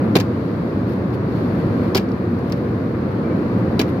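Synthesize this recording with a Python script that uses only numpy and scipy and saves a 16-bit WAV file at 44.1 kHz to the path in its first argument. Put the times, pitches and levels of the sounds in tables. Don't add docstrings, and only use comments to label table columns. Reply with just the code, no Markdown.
import sys
import numpy as np
from scipy import signal
from scipy.fft import rfft, irfft
from scipy.io import wavfile

SR = 44100
rng = np.random.default_rng(int(sys.argv[2]) if len(sys.argv) > 2 else 0)


def pcm_store(signal):
    levels = np.round(np.clip(np.atleast_2d(signal), -1, 1) * 32767)
    wavfile.write(sys.argv[1], SR, levels.astype(np.int16).T)


N = 176400

# (frequency [Hz], likeness [1 = the same])
CLOSE_LIKENESS = [(400, 1.1), (1000, 0.1), (3000, -0.36), (12000, 0.5)]
# (frequency [Hz], likeness [1 = the same])
AIR_LIKENESS = [(40, .97), (70, .99), (170, .989), (230, .98), (295, .93), (380, .91), (480, .88),
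                (650, .62), (1000, .3), (1400, .05), (3000, -.13), (7000, 0)]
# (frequency [Hz], left minus right [dB])
AIR_BALANCE = [(65, 1.6), (120, .5), (290, .3), (480, -1.7), (660, -2.6), (1400, 3), (3100, 6.5), (6800, 5),
               (14000, 10.5)]
SHELL_LEFT_DB = 4


def bottle():
    # (time [s], crack gain [dB], thump gain [dB], ring gain [dB], crack brightness
    # [dB per octave], crack low-end boost [dB], pitch of the struck spot [Hz], time to buckle [s])
    hits = [ (0.1541, -11, -7.5, -27, 0, -1.5, 3880, 0.00011), (0.1604, -16, -3, -28, -3, -5, 4100, .0002),
            (0.1657, -16, -18, -23, 0.5, 2, 2360, 0.00017), (0.1723, -31, -27, -24, 4, -3, 3900, .0002),
            (0.185, -26, -36, -26, 0, -1, 4300, .0015), (0.2000, -22, -35, -19, -0.5, -3, 6600, .0001),
            (0.204, -26, -30, -32, 1, 3, 1750, .0002), (0.2098, -32, -23, -30, 2, 2, 4700, .0003),
            (1.9481, -14.5, -15, -13.5, 1.5, 7, 4830, 0.00028),
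            (1.9541, -24, -6.5, -14.5, 5.5, 9, 4630, 0.00027), (1.9619, -19, -15, -27, -4, -5, 5300, .0005),
            (1.968, -17, -33, -23, 2.5, 0, 4700, 0.00063), (1.9751, -20, -21, -20, 2, -4, 5300, 0.00037),
            (1.9780, -26, -31, -19, -1, -2, 3000, .0002), (1.9809, -34, -28, -28, -4, -3, 2330, 0.00027),
            (1.9960, -39, -40, -32, -2, -5, 3900, .001), (2.088, -53, -36, -44, 3, -4, 4800, .0002),
            (2.117, -47, -32, -39, 1, -3, 4800, .0002), (2.389, -52, -51, -52, 8, 2, 6000, .0002),
            (2.4973, -45, -38, -51, 3, -1, 5000, .0002), (2.5219, -27.5, -34, -26, 0.5, 3, 5240, 0.00033),
            (3.5847, -51, -51, -52, 9, 0, 5000, .0005), (3.7933, -18.5, -18, -15.5, 0, -13, 3750, .0001),
            (3.7948, -27, -9.5, -19.5, -4, 6, 4700, .0002), (3.7979, -22, -24, -15, 2, -4, 2750, .0002),
            (3.8040, -23, -27, -23.5, -2, 1, 2400, .0003), (3.8133, -19.5, -22, -27, 0.5, 0.5, 5400, .0002),
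            (3.8190, -33, -39, -39, -4, 9, 4700, .0004)]
    t = np.arange(6000) / SR
    out = np.zeros((2, N))
    for start, crack_db, thump_db, ring_db, bright_db, body_db, spot_hz, buckle_s in hits:
        crack = amp(crack_db) * shell_crack(t, bright_db, body_db, spot_hz)
        thump = amp(thump_db) * tray_thump(t)
        ring = amp(ring_db) * shell_ring(t, spot_hz)
        buckle = 1 - np.exp(-t / buckle_s)
        add(out, start, buckle * (crack + ring) + thump)
    return out


def shell_crack(t, bright_db, body_db, spot_hz):
    # (frequency [Hz], relative level [dB])
    spectrum = [(40, -38), (150, -21), (500, 8.5), (1100, 7.5), (1500, -2), (2500, 3.5), (4600, 3),
                (5600, -2.5), (6600, -6.5), (8700, -18), (12400, -9), (16000, -21.5)]
    # (frequency [Hz], time to fade by 60 dB [s])
    fade_times = [(400, 0.032), (2000, 0.078), (5000, 0.018), (12000, 0.044)]
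    # (frequency [Hz], left minus right [dB])
    balance = [(400, 1), (1000, 1), (1700, 0), (2700, 5), (4000, -0.5), (5300, 2), (6800, -12),
               (8500, -4.5), (12000, 6)]
    hz = np.fft.rfftfreq(len(t), 1 / SR)
    octaves_away = np.log2((hz + 1) / spot_hz)
    boost_db = 4 * np.exp(-(octaves_away / .16) ** 2)
    colour = np.transpose([hz, read(spectrum, hz) + boost_db])
    burst = noise(len(t), colour, CLOSE_LIKENESS, balance, bright_db, body_db)
    bite = amp(2.5 * np.exp(-t / .001))
    return die_away(burst, fade_times) * bite * grain(len(t), depth_db=2, rate_hz=900)


def shell_ring(t, spot_hz):
    # (frequency [Hz], relative level [dB], time to fade by 60 dB [s])
    tones = [(1698, 2, 0.064), (2360, 1, 0.033), (2706, -1, 0.016), (2980, -6.5, .028), (3790, -3, 0.012),
             (3930, -6, 0.024), (4440, -5, 0.028), (4637, -3, 0.032), (5100, -3.5, 0.02),
             (5340, -3.5, 0.021), (6800, -14, .024)]
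    struck = [(hz, db - 17 * abs(np.log2(hz / spot_hz)), fade_s) for hz, db, fade_s in tones]
    return ringing(struck, t, lead_s=.00004, detune=.015) * sides(SHELL_LEFT_DB)


def tray_thump(t):
    # (frequency [Hz], relative level [dB], time to fade by 60 dB [s])
    tones = [(237, -8, 0.12), (332, -1, 0.025), (397, 0, 0.061), (423, -13.5, 0.045), (505, -15.5, 0.05),
             (650, -13.5, 0.057), (753, -12.5, 0.046), (960, -18, 0.05), (1190, -28.5, 0.052)]
    rise = 1 - np.exp(-t / .00066)
    thump = -ringing(tones, t, lead_s=.0001, detune=.024) * rise * sides(-1.3)
    bass_cut = signal.butter(2, 121, "high", fs=SR)
    return signal.lfilter(*bass_cut, thump)


def cabin_echo(sound, size=14000):
    # (frequency [Hz], time to fade by 60 dB [s])
    fade_times = [(300, 0.04), (3000, 0.16), (12000, 0.14)]
    rise = 1 - np.exp(-np.arange(size) / SR / .006)
    tail = die_away(rng.standard_normal((2, size)), fade_times) * rise
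    tail /= np.linalg.norm(tail[0])
    return amp(-17) * signal.fftconvolve(sound, tail, axes=1)[:, :N]


def sleeve():
    # (middle time [s], half length [s], level [dB])
    brushes = [(.915, .045, -49), (1.143, 0.019, -46), (1.4, .06, -58), (1.58, .06, -53), (1.82, .07, -53),
               (2.51, 0.035, -51), (2.572, .012, -52), (3.892, 0.021, -44)]
    # (frequency [Hz], relative level [dB])
    colour = [(400, -13), (2000, 7.5), (4500, 2.5), (8000, -18.5), (12000, -7), (16000, -17)]
    t = np.arange(N) / SR
    strokes = sum(amp(db) * np.exp(-((t - middle) / half_s) ** 2) for middle, half_s, db in brushes)
    return strokes * grain(N, depth_db=3, rate_hz=100) * noise(N, colour, CLOSE_LIKENESS, AIR_BALANCE)


def squeaks():
    # (middle time [s], half length [s], pitch [Hz], glide [Hz per s], level [dB])
    chirps = [(3.259, .014, 2330, -300, -46), (3.318, .02, 2285, -900, -45)]
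    smoothing = np.exp(-np.pi * 50 / SR)
    out = np.zeros((2, N))
    for middle, half_s, hz, glide, db in chirps:
        t = np.arange(N) / SR - middle
        wobble = signal.lfilter([1], [1, -2 * smoothing, smoothing ** 2], rng.standard_normal(N))
        flutter = 1 + .25 * unit_level(wobble)
        tone = np.sin(2 * np.pi * (hz * t + glide * t ** 2 / 2))
        out += amp(db) * np.exp(-(t / half_s) ** 2) * flutter * tone * sides(SHELL_LEFT_DB)
    return out


def engine_drone():
    # (frequency [Hz], relative level [dB])
    colour = [(20, -56.5), (32, -48), (50, -23), (62, -15), (80, -9), (100, -2), (120, 0.5), (146, -6),
              (180, -0.5), (260, -2.5), (350, -5), (420, -11.5), (480, -8.5), (600, -16), (800, -22.5),
              (1050, -21), (1600, -28), (2400, -37), (3300, -50), (5000, -56), (9000, -85)]
    # (time [s], level change [dB])
    swell = [(0, 2), (.14, 1), (.25, -1), (1.1, -1), (1.4, 0.5), (1.85, 1.5), (2.05, -1), (2.9, -1),
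             (3.3, .5), (3.7, 1), (4, 0)]
    return amp(-19) * level(swell) * noise(N, colour, AIR_LIKENESS, AIR_BALANCE)


def vent_hiss():
    # (frequency [Hz], relative level [dB])
    colour = [(300, -18.5), (2000, -3), (3400, -1), (4450, 3), (5300, -8), (6500, -13), (8200, -20.5),
              (10000, -15.5), (12500, -13.5), (14200, -20), (16000, -32)]
    # (time [s], level [dB])
    loudness = [(0, -52.5), (.7, -52.5), (1.25, -54), (1.36, -49), (1.58, -51), (1.68, -50.5),
                (1.88, -50.5), (2.1, -54), (2.55, -52.5), (3.0, -54), (3.5, -52), (4, -52.5)]
    return level(loudness) * noise(N, colour, AIR_LIKENESS, AIR_BALANCE)


def ringing(tones, t, lead_s, detune):
    hz, db, fade_s = np.transpose(tones)[:, :, None]
    hz = hz * (1 + detune * rng.uniform(-1, 1, hz.shape))
    fade = amp(db) * np.exp(-np.log(1000) * t / fade_s)
    ear_times = (t, np.maximum(t - lead_s, 0))
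    return np.array([(fade * np.sin(2 * np.pi * hz * ear_t)).sum(0) for ear_t in ear_times])


def noise(size, colour, likeness, balance, bright_db=0, body_db=0):
    # (frequency [Hz], phase lead [radians])
    left_lead = [(130, 0.012), (370, 0), (650, .56), (1000, 0.94), (3000, 0.91)]
    hz = np.fft.rfftfreq(size, 1 / SR)
    left, unrelated = rfft(rng.standard_normal((2, size)))
    alike = np.clip(read(likeness, hz), -.999, .999)
    right = alike * left * np.exp(-1j * read(left_lead, hz)) + np.sqrt(1 - alike ** 2) * unrelated
    spectrum = np.array([left, right]) * sides(read(balance, hz))
    low_end = 1 / (1 + (hz / 2000) ** 10)
    shape_db = read(colour, hz) + bright_db * np.log2(hz + 1) + body_db * low_end
    return unit_level(irfft(spectrum * amp(shape_db), size))


def die_away(sound, fade_times):
    size = sound.shape[1]
    hz, t = np.fft.rfftfreq(size, 1 / SR), np.arange(size) / SR
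    spectrum = rfft(sound)
    centres_hz = 125 * 2. ** np.arange(8)
    out = np.zeros_like(sound)
    for centre, only_this in zip(centres_hz, np.eye(8)):
        share = np.interp(np.log(hz + 1), np.log(centres_hz), only_this)
        out += irfft(spectrum * share, size) * np.exp(-np.log(1000) * t / read(fade_times, centre))
    return out


def grain(size, depth_db, rate_hz):
    wobble = signal.lfilter(*signal.butter(2, rate_hz, fs=SR), rng.standard_normal(size))
    return unit_level(amp(depth_db * unit_level(wobble)))


def amp(db):
    return 10 ** (np.asarray(db) / 20)


def unit_level(x):
    return x / np.sqrt(np.mean(x ** 2) + 1e-20)


def read(points, hz):
    row_hz, value = np.transpose(points)
    return np.interp(np.log(hz + 1), np.log(row_hz + 1), value)


def level(points):
    return amp(np.interp(np.arange(N) / SR, *np.transpose(points)))


def sides(db):
    return amp(np.array([[.5], [-.5]]) * db)


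def add(mix, start_s, sound):
    part = mix[:, round(start_s * SR):][:, :sound.shape[1]]
    part += sound[:, :part.shape[1]]


def scene():
    background = engine_drone() + vent_hiss() + sleeve()
    knocks = bottle()
    return background + knocks + cabin_echo(knocks) + squeaks()


def record(dry):
    clipped = np.clip(dry, -1, 1)
    treble_cut = signal.firwin(255, 16200, window=("kaiser", 9), fs=SR)
    return signal.oaconvolve(clipped, treble_cut[None], "same")


dry = scene()
out = record(dry)
pcm_store(out)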